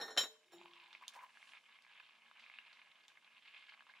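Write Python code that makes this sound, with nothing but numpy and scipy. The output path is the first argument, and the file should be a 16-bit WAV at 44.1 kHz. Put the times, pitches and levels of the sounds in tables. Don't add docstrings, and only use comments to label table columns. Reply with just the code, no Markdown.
import sys
import numpy as np
from scipy import signal
from scipy.fft import rfft, irfft
from scipy.io import wavfile
from scipy.ndimage import uniform_filter1d

SR = 44100
rng = np.random.default_rng(int(sys.argv[2]) if len(sys.argv) > 2 else 0)


def magnitude_from_level(level_db):
    exponent = np.asarray(level_db, float) / 20
    return 10 ** exponent


def put_to_file(sound):
    columns = np.atleast_2d(sound).T
    safe = np.clip(columns, -1, 1)
    whole_steps = np.round(safe * 32767)
    wavfile.write(sys.argv[1], SR, whole_steps.astype(np.int16))


N = 176400


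def curve(rows, col=1, outside=None):
    rows = np.array(rows)
    return np.interp(np.arange(N) / SR, rows[:, 0], rows[:, col], outside, outside)


def evened(x):
    return x / np.sqrt(np.mean(x ** 2) + 1e-20)


def read(points, hz):
    f, value = np.transpose(points)
    return np.interp(np.log(hz + 1), np.log(f + 1), value)


def add(mix, s, sound):
    part = mix[round(s * SR):][:len(sound)]
    part += sound[:len(part)]


def colour(x, points):
    hz = np.abs(np.fft.fftfreq(4096, 1 / SR))
    log_gain = np.log(magnitude_from_level(np.maximum(read(points, hz), -100)))
    taps = np.fft.ifft(np.exp(np.conj(signal.hilbert(log_gain)))).real[:2048]
    if x.ndim > 1:
        taps = taps[None]
    return signal.oaconvolve(x, taps, axes=-1)[..., :x.shape[-1]]


def resonate(x, hz, width):
    turn = np.exp(2j * np.pi * np.cumsum(hz * np.ones(len(x))) / SR)
    r = np.exp(-np.pi * width / SR)
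    return 2 * (turn * signal.lfilter([1 - r], [1, -r], x / turn)).real


SPLIT, TWIN_DB = 0.0087, -10
WOBBLE_DB = 3.5
BLOOM_HZ, BLOOM_S = 4800, 0.0084


def rings(hz, db, t60, t):
    hz = np.concatenate([hz, hz * (1 + SPLIT)])[:, None]
    db = np.concatenate([db, db + TWIN_DB])[:, None]
    t60 = np.tile(t60, 2)[:, None]
    wobble = np.array([np.interp(t * 60, np.arange(100), k) for k in rng.standard_normal((len(hz), 100))])
    sign = (-1) ** np.arange(len(hz))[:, None]
    bloom = np.where(hz > BLOOM_HZ, 1 - 0.67 * np.exp(-t / BLOOM_S), 1)
    level = magnitude_from_level(db - 60 * t / t60 + WOBBLE_DB * wobble)
    modes = sign * bloom * level * np.sin(2 * np.pi * hz * t)
    return modes.sum(0) * np.minimum(t / 0.00038, 1)


LID_MODES_HZ = [442, 528, 614, 797, 1435, 1817, 3109, 3445, 3791, 3977, 4149, 4411, 5537, 6536, 7001, 7475,
                10118, 10873, 13542, 14690, 15250]
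# (light-tap level [dB], hard-clank level [dB], t60 [s])
LID_MODES = [(-11.5, -20, 0.46), (-5.5, -23, 0.076), (-23.5, -34, 0.64), (1.5, -24.5, 0.13),
             (-13, -17.5, 0.16), (-3, -11.5, 0.24), (-21.5, 1, 0.098), (-32, -19, 0.26), (-11, -5.5, 0.34),
             (-28, -3.5, 0.17), (-3.5, -21, 0.28), (-30, -24, 0.13), (-3.5, 3, 0.16), (-29, -22, 0.27),
             (-20.5, -0.5, 0.21), (-26, -11.5, 0.22), (-21.5, -19.5, 0.21), (-20, -16.5, 0.13),
             (-25, -23.5, 0.26), (-37, -31, .3), (-20, -34, 0.14)]
# (time [s], level [dB], hardness [0-1], thud level [dB])
LID_BLOWS = [(0.0005, -48.5, 0.15, -50.5), (0.0124, -40.5, 0.17, -48), (0.08, -52.5, 0, -54.5),
             (.103, -53, 0.67, -65.5), (0.165, -71, 0., -46), (0.1744, -31, 0.99, -33.5),
             (0.1779, -32, 0.95, -47), (.205, -43, 0.84, -46), (.235, -47, 0.57, -41)]
# (frequency [Hz], relative level [dB per Hz])
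THUD_SPECTRUM = [(59, -79), (100, -41), (434, -11.5), (2270, -8), (3840, -7), (5600, -18), (5960, -23.5),
                 (7200, -12.5), (8400, -47), (15000, -59)]
# (frequency [Hz], relative level [dB per Hz])
RUB_SPECTRUM = [(59, -57), (100, -28.5), (443, -2.5), (962, -7.5), (1840, -7.5), (2630, -26), (4260, -11),
                (4730, -48), (5370, -20.5), (15000, -49)]
THUD_T60, RUB_T60 = 0.11, 0.29
GRIP_S, GRIP_DB_PER_S, GRIP_ABOVE_HZ = 0.22, 177, 1360


def lid():
    ring, thud, rub = np.zeros(N), np.zeros(N), np.zeros(N)
    t = np.arange(SR // 3) / SR
    hz = np.array(LID_MODES_HZ)
    light_db, hard_db, t60 = np.transpose(LID_MODES)
    for s, db, hard, thud_db in LID_BLOWS:
        mode_db = light_db + hard * (hard_db - light_db)
        add(ring, s, magnitude_from_level(db) * rings(hz, mode_db, t60, t))
        add(thud, s, hard * magnitude_from_level(thud_db - 60 * t / THUD_T60))
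        add(rub, s, (1 - hard) * magnitude_from_level(thud_db - 60 * t / RUB_T60))
    body = thud * evened(colour(rng.standard_normal(N), THUD_SPECTRUM))
    body += rub * evened(colour(rng.standard_normal(N), RUB_SPECTRUM))
    low = signal.lfilter(*signal.butter(2, GRIP_ABOVE_HZ, fs=SR), ring)
    grip = magnitude_from_level(-GRIP_DB_PER_S * np.maximum(np.arange(N) / SR - GRIP_S, 0))
    return low + (ring - low + body) * grip


# (frequency [Hz], level [dB], t60 [s])
FREE_MODES = [(346, -7, 0.8), (376, -8, 0.51), (619, -17.5, 0.36), (3020, -23, 1.2), (3768, -6, 0.4),
              (5486, -7.5, 0.12), (7000, -10, 0.25), (7400, -15, 0.16), (10100, -19, 0.14),
              (13450, -20, 0.14), (15090, -22.5, 0.17)]
# (time [s], level [dB])
RIM_SCRAPES = [(.456, -71), (0.5182, -59.5), (.53, -55.5), (.545, -63)]
RUMBLE_S, RUMBLE_HZ, RUMBLE_DB, RUMBLE_T60 = 0.52, 172, -73, 1


def lift():
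    out, t = np.zeros(N), np.arange(SR // 2) / SR
    for s, db in RIM_SCRAPES:
        grit = evened(colour(rng.standard_normal(len(t)), RUB_SPECTRUM))
        scrape = np.minimum(t / 0.0037, 1) * magnitude_from_level(-1.5 - 60 * t / 0.057) * grit
        add(out, s, magnitude_from_level(db) * (rings(*np.transpose(FREE_MODES), t) + scrape))
    rumble = resonate(rng.standard_normal(len(t)), RUMBLE_HZ, 95)
    rumble = evened(resonate(rumble, RUMBLE_HZ, 150))
    add(out, RUMBLE_S, magnitude_from_level(RUMBLE_DB - 60 * t / RUMBLE_T60) * np.minimum(t / 0.035, 1) * rumble)
    return out


BUBBLES_PER_S, SPREAD_DB, CLUMP_DB, BLUR_DB = 1300, 3.5, 5, -2


def bursts():
    slow = uniform_filter1d(uniform_filter1d(rng.standard_normal(N), 350), 350)
    clump = magnitude_from_level(CLUMP_DB * np.tanh(evened(slow)))
    size = magnitude_from_level(SPREAD_DB * np.minimum(rng.exponential(1, N), 3))
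    size = size * (rng.random(N) < BUBBLES_PER_S / SR)
    train = evened(size * rng.choice([-1., 1.], N))
    return clump * (train + magnitude_from_level(BLUR_DB) * rng.standard_normal(N))


# (frequency [Hz], width [Hz], level [dB])
POT_MODES = [(1060, 270, -12), (1670, 98, -1), (2150, 100, 2), (2450, 110, -6), (2850, 340, -18.5),
             (3240, 270, -9.5)]
# (frequency [Hz], relative level [dB per Hz])
FIZZ_SPECTRUM = [(180, -54.5), (300, -24), (505, -18), (1060, -1), (1430, -5.5), (1670, -3), (1840, -5),
                 (2440, 3), (3510, -4), (5380, -20), (13000, -61.5)]
ECHO_S, ECHO, RING_DB = 0.001844, 0.1, -5


def in_pot(x):
    feedback = np.zeros(round(ECHO_S * SR) + 1)
    feedback[0], feedback[-1] = 1, -ECHO
    bounced = signal.lfilter([1], feedback, colour(x, FIZZ_SPECTRUM))
    ringing = sum(magnitude_from_level(db) * resonate(x, hz, width) for hz, width, db in POT_MODES)
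    return bounced + magnitude_from_level(RING_DB) * ringing


# (time [s], level [dB], share of small bright bubbles [dB per octave])
BOIL_COURSE = [(.3, -80.5, -10), (.5, -75.5, 0.5), (.6, -72, 8.5), (.8, -66.5, 3.5), (.95, -67, 2.5),
               (1.0, -66, 2), (1.2, -63.5, -6.5), (1.35, -69.5, -3.5), (1.45, -65.5, -2), (1.55, -61, -0.5),
               (1.63, -69, -1), (1.9, -65.5, -0.5), (2.05, -65.5, 0), (2.2, -67, -1.5), (2.35, -68, -1.5),
               (2.45, -60.5, 0), (2.57, -66.5, 1), (2.67, -61.5, 0), (2.82, -66, -1.5), (2.9, -69.5, -1),
               (3.15, -69.5, -3.5), (3.3, -66.5, -0.5), (3.4, -67, 1.5), (3.49, -62, 2.5),
               (3.57, -59.5, 2.5), (3.68, -62.5, 3), (3.77, -66, -2.5), (3.82, -65.5, -3),
               (3.86, -70.5, -1.5), (3.9, -60, -1.5), (3.93, -72.5, 0), (3.96, -62, 1), (4.0, -65.5, -2)]


def simmer():
    bright_db = curve(BOIL_COURSE, 2)
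    drive, kind, out = bursts(), rng.integers(0, 24, N), np.zeros(N)
    for k, hz in enumerate(np.geomspace(600, 7000, 24)):
        u = np.arange(0, 12., hz / SR)
        chirp = np.minimum(u / 0.39, 1) * np.exp(-u / 1.8) * np.sin(2 * np.pi * (u + 0.015 * u ** 2))
        share = magnitude_from_level(bright_db * np.log2(hz / 2300))
        out += signal.oaconvolve(drive * (kind == k) * share, chirp * (hz / 1000) ** 1.27)[:N]
    return magnitude_from_level(curve(BOIL_COURSE, 1, -110)) * evened(in_pot(out))


# (time [s], lower resonance [Hz], level [dB])
GAP_COURSE = [(0.52, 805, -78), (0.534, 765, -65.5), (0.576, 794, -72), (0.666, 970, -61.5),
              (0.722, 1053, -70), (0.96, 905, -69.5), (0.986, 990, -93), (1.028, 1028, -57.5),
              (1.05, 1040, -72), (1.132, 926, -86), (1.164, 1030, -52.5), (1.184, 945, -67.5),
              (1.238, 1060, -57), (1.32, 1010, -92)]
GAP_WIDTH_HZ = 130
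GAP_UPPER, GAP_UPPER_DB = 1.5, -11.5


def under_lid(x):
    hz = curve(GAP_COURSE)
    lower = resonate(resonate(x, hz, GAP_WIDTH_HZ), hz, 700)
    return lower + magnitude_from_level(GAP_UPPER_DB) * resonate(x, GAP_UPPER * hz, 2 * GAP_WIDTH_HZ)


def gap():
    drive = bursts()
    return under_lid(magnitude_from_level(curve(GAP_COURSE, 2, -120)) * drive) / under_lid(drive).std()


# (time [s], level going into the pot [dB], starting pitch [Hz])
BIG_BUBBLES = [(0.614, -42, 885), (0.658, -41.5, 970), (0.812, -56, 2330), (0.868, -56, 2520),
               (0.95, -42.5, 2440), (1.012, -46.5, 1000), (1.024, -43.5, 1030), (1.037, -46.5, 2160),
               (1.159, -49, 1010), (1.189, -45.5, 1060), (1.215, -52, 1060), (1.247, -45.5, 1040),
               (1.294, -58, 2030), (1.372, -45.5, 1700), (1.428, -45, 2200), (1.535, -43.5, 2370),
               (1.588, -59, 2210), (1.694, -56, 2150), (1.788, -52, 2300), (1.849, -51.5, 2260),
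               (1.866, -50, 1900), (1.986, -57, 2400), (1.999, -47, 2520), (2.003, -45, 1660),
               (2.092, -52, 1110), (2.108, -53.5, 2600), (2.313, -47, 1310), (2.394, -53, 2080),
               (2.463, -48.5, 2340), (2.499, -43, 2150), (2.539, -46, 2540), (2.587, -38.5, 2820),
               (2.651, -53, 2580), (2.681, -54, 2440), (2.718, -55, 2550), (2.817, -49, 2400),
               (3.173, -49, 2070), (3.38, -51, 2630), (3.482, -48.5, 2580), (3.545, -47, 2520),
               (3.563, -48.5, 2450), (3.64, -50, 2690), (3.722, -47.5, 1500), (3.739, -48.5, 2180),
               (3.794, -49.5, 2770), (3.807, -45.5, 1700), (3.823, -49, 1600), (3.868, -51, 1300),
               (3.898, -46.5, 1710), (3.938, -47.5, 2080), (3.954, -54.5, 1100)]
POP_T60, SPLASH, SNAP = 0.0068, 0.79, 1.9
LID_GONE_S = 1.3


def pops():
    out, t = np.zeros(N), np.arange(1000) / SR
    for s, db, hz in BIG_BUBBLES:
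        tone = np.sin(2 * np.pi * hz * t * (1 + 8 * t)) + SPLASH * rng.standard_normal(len(t))
        envelope = magnitude_from_level(-60 * t / POP_T60) * np.minimum(t / 0.00034, 1)
        add(out, s, magnitude_from_level(db) * (envelope * tone + SNAP * np.exp(-t / 0.00006)))
    under = under_lid(out) * (np.arange(N) < LID_GONE_S * SR)
    return magnitude_from_level(1.0) * in_pot(out) + magnitude_from_level(-12.0) * under


# (time [s], level [dB], tail level re tick [dB], tilt [dB per octave])
DROP_TICKS = [(0.7354, -58, -14, -13.5), (0.929, -53.5, -9.5, -13.5), (1.0808, -38, -29, 0),
              (1.137, -65, -21, 6), (1.1444, -66, -7, 0.5), (1.1513, -63.5, -26, 4),
              (1.8226, -63.5, -20, -2.5), (2.3963, -62.5, -5, -9.5), (2.7294, -57, -10, -12.5),
              (2.916, -63.5, -16, -11), (3.0376, -59, -17, -13.5), (3.0816, -57, -18.5, -1.5),
              (3.6974, -58, -32, -12)]
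# (frequency [Hz], relative level [dB per Hz])
TICK_SPECTRUM = [(300, -96), (710, -37.5), (1200, -19), (1930, -12.5), (2470, -3.5), (3690, 4),
                 (8750, -9.5), (13800, -21.5), (15800, -33.5)]
TICK_T60, TAIL_T60, TICK_SNAP = 0.0084, 0.33, 0.87


def ticks():
    out, t = np.zeros(N), np.arange(SR // 4) / SR
    for s, db, tail_db, tilt_db in DROP_TICKS:
        decay = magnitude_from_level(db - 60 * t / TICK_T60) + magnitude_from_level(db + tail_db - 60 * t / TAIL_T60)
        shape = (1 + TICK_SNAP * np.exp(-t / 0.00043)) * decay
        noise = rng.standard_normal(len(t))
        tilted = [(f, d + tilt_db * np.log2(f / 4000)) for f, d in TICK_SPECTRUM]
        steady, struck = colour(np.array([noise, noise * shape]), tilted)
        add(out, s, struck / steady.std())
    return out


# (time [s], level [dB])
STEAM_COURSE = [(1.2, -89), (1.234, -86), (1.302, -83.5), (1.508, -75), (1.578, -86.5), (1.7, -89)]
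# (frequency [Hz], relative level [dB per Hz])
HISS_SPECTRUM = [(2060, -32), (3500, -10), (4040, 3), (4380, -1), (10400, -9), (13000, -26)]


def steam():
    return magnitude_from_level(curve(STEAM_COURSE, 1, -130)) * evened(colour(rng.standard_normal(N), HISS_SPECTRUM))


# (frequency [Hz], relative level [dB per Hz])
AIR_SPECTRUM = [(35, -40), (60, -21), (110, -14.5), (230, -16.5), (420, -17.5), (620, -12), (964, -17),
                (1900, -22.5), (5000, -18), (12300, -29.5), (13500, -43), (15800, -53)]
# (frequency [Hz], correlation [-1 to 1])
AIR_LIKENESS = [(60, 0.69), (180, 0.99), (550, 0.7), (1650, 0.82), (4970, 0.49), (15000, 0.21)]
# (frequency [Hz], level before wavering [dB rms])
HUM_TONES = [(120, -101), (232, -99), (3018, -86.5)]
AIR_DB = -80.5


def kitchen():
    z, hz = rfft(rng.standard_normal((2, N))), np.fft.rfftfreq(N, 1 / SR)
    same = np.clip(read(AIR_LIKENESS, hz), -1, 1)
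    pair = np.array([z[0], same * z[0] + np.sqrt(1 - same ** 2) * z[1]])
    air = irfft(pair * magnitude_from_level(read(AIR_SPECTRUM, hz)), N)
    hum, t = np.zeros(N), np.arange(N) / SR
    waver = uniform_filter1d(rng.standard_normal((len(HUM_TONES), N)), 4000)
    for (f, db), w in zip(HUM_TONES, waver):
        hum += magnitude_from_level(db + 5.4 * evened(w)) * np.sqrt(2) * np.sin(2 * np.pi * f * t)
    return magnitude_from_level(AIR_DB) * evened(air) + hum


def room(x, t60):
    t = np.arange(SR // 2) / SR
    taps = rng.standard_normal((2, len(t))) * (rng.random((2, len(t))) < 0.1)
    taps = taps * magnitude_from_level(-60 * t / t60) * (t > 0.002)
    taps = colour(taps, [(200, -28.5), (700, -5.5), (3000, -3.0), (12000, 1.0)])
    return signal.fftconvolve(x[None], taps / np.linalg.norm(taps[0]), axes=1)[:, :N]


WIDE_HZ, SLAP_S = 1500, 0.0004


def panned(x, db, slap_db):
    top = signal.lfilter(*signal.butter(2, WIDE_HZ, "high", fs=SR), x)
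    side = np.array([[1.], [-1.]])
    late = np.concatenate([np.zeros(round(SLAP_S * SR)), top])[:N]
    return x + (magnitude_from_level(db * side / 2) - 1) * top + side * magnitude_from_level(slap_db) * late


LID_PAN_DB, LID_SLAP_DB, LID_ROOM_T60, LID_ROOM_DB = 2, -11, 0.37, -12
BOIL_PAN_DB, BOIL_SLAP_DB, ROOM_T60, ROOM_DB = -3.5, -21, 0.084, -4.5


def scene():
    iron = lid()
    boil = lift() + simmer() + gap() + pops() + ticks() + steam()
    wet = magnitude_from_level(LID_ROOM_DB) * room(iron, LID_ROOM_T60) + magnitude_from_level(ROOM_DB) * room(boil, ROOM_T60)
    direct = panned(iron, LID_PAN_DB, LID_SLAP_DB) + panned(boil, BOIL_PAN_DB, BOIL_SLAP_DB)
    return direct + wet + kitchen()


def roll_off(x):
    return signal.sosfilt(signal.butter(12, 15990, fs=SR, output="sos"), x)


def record(dry):
    thin = signal.sosfilt(signal.butter(4, 159, "high", fs=SR, output="sos"), dry)
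    return roll_off(thin)


dry = scene()
out = record(dry)
put_to_file(out)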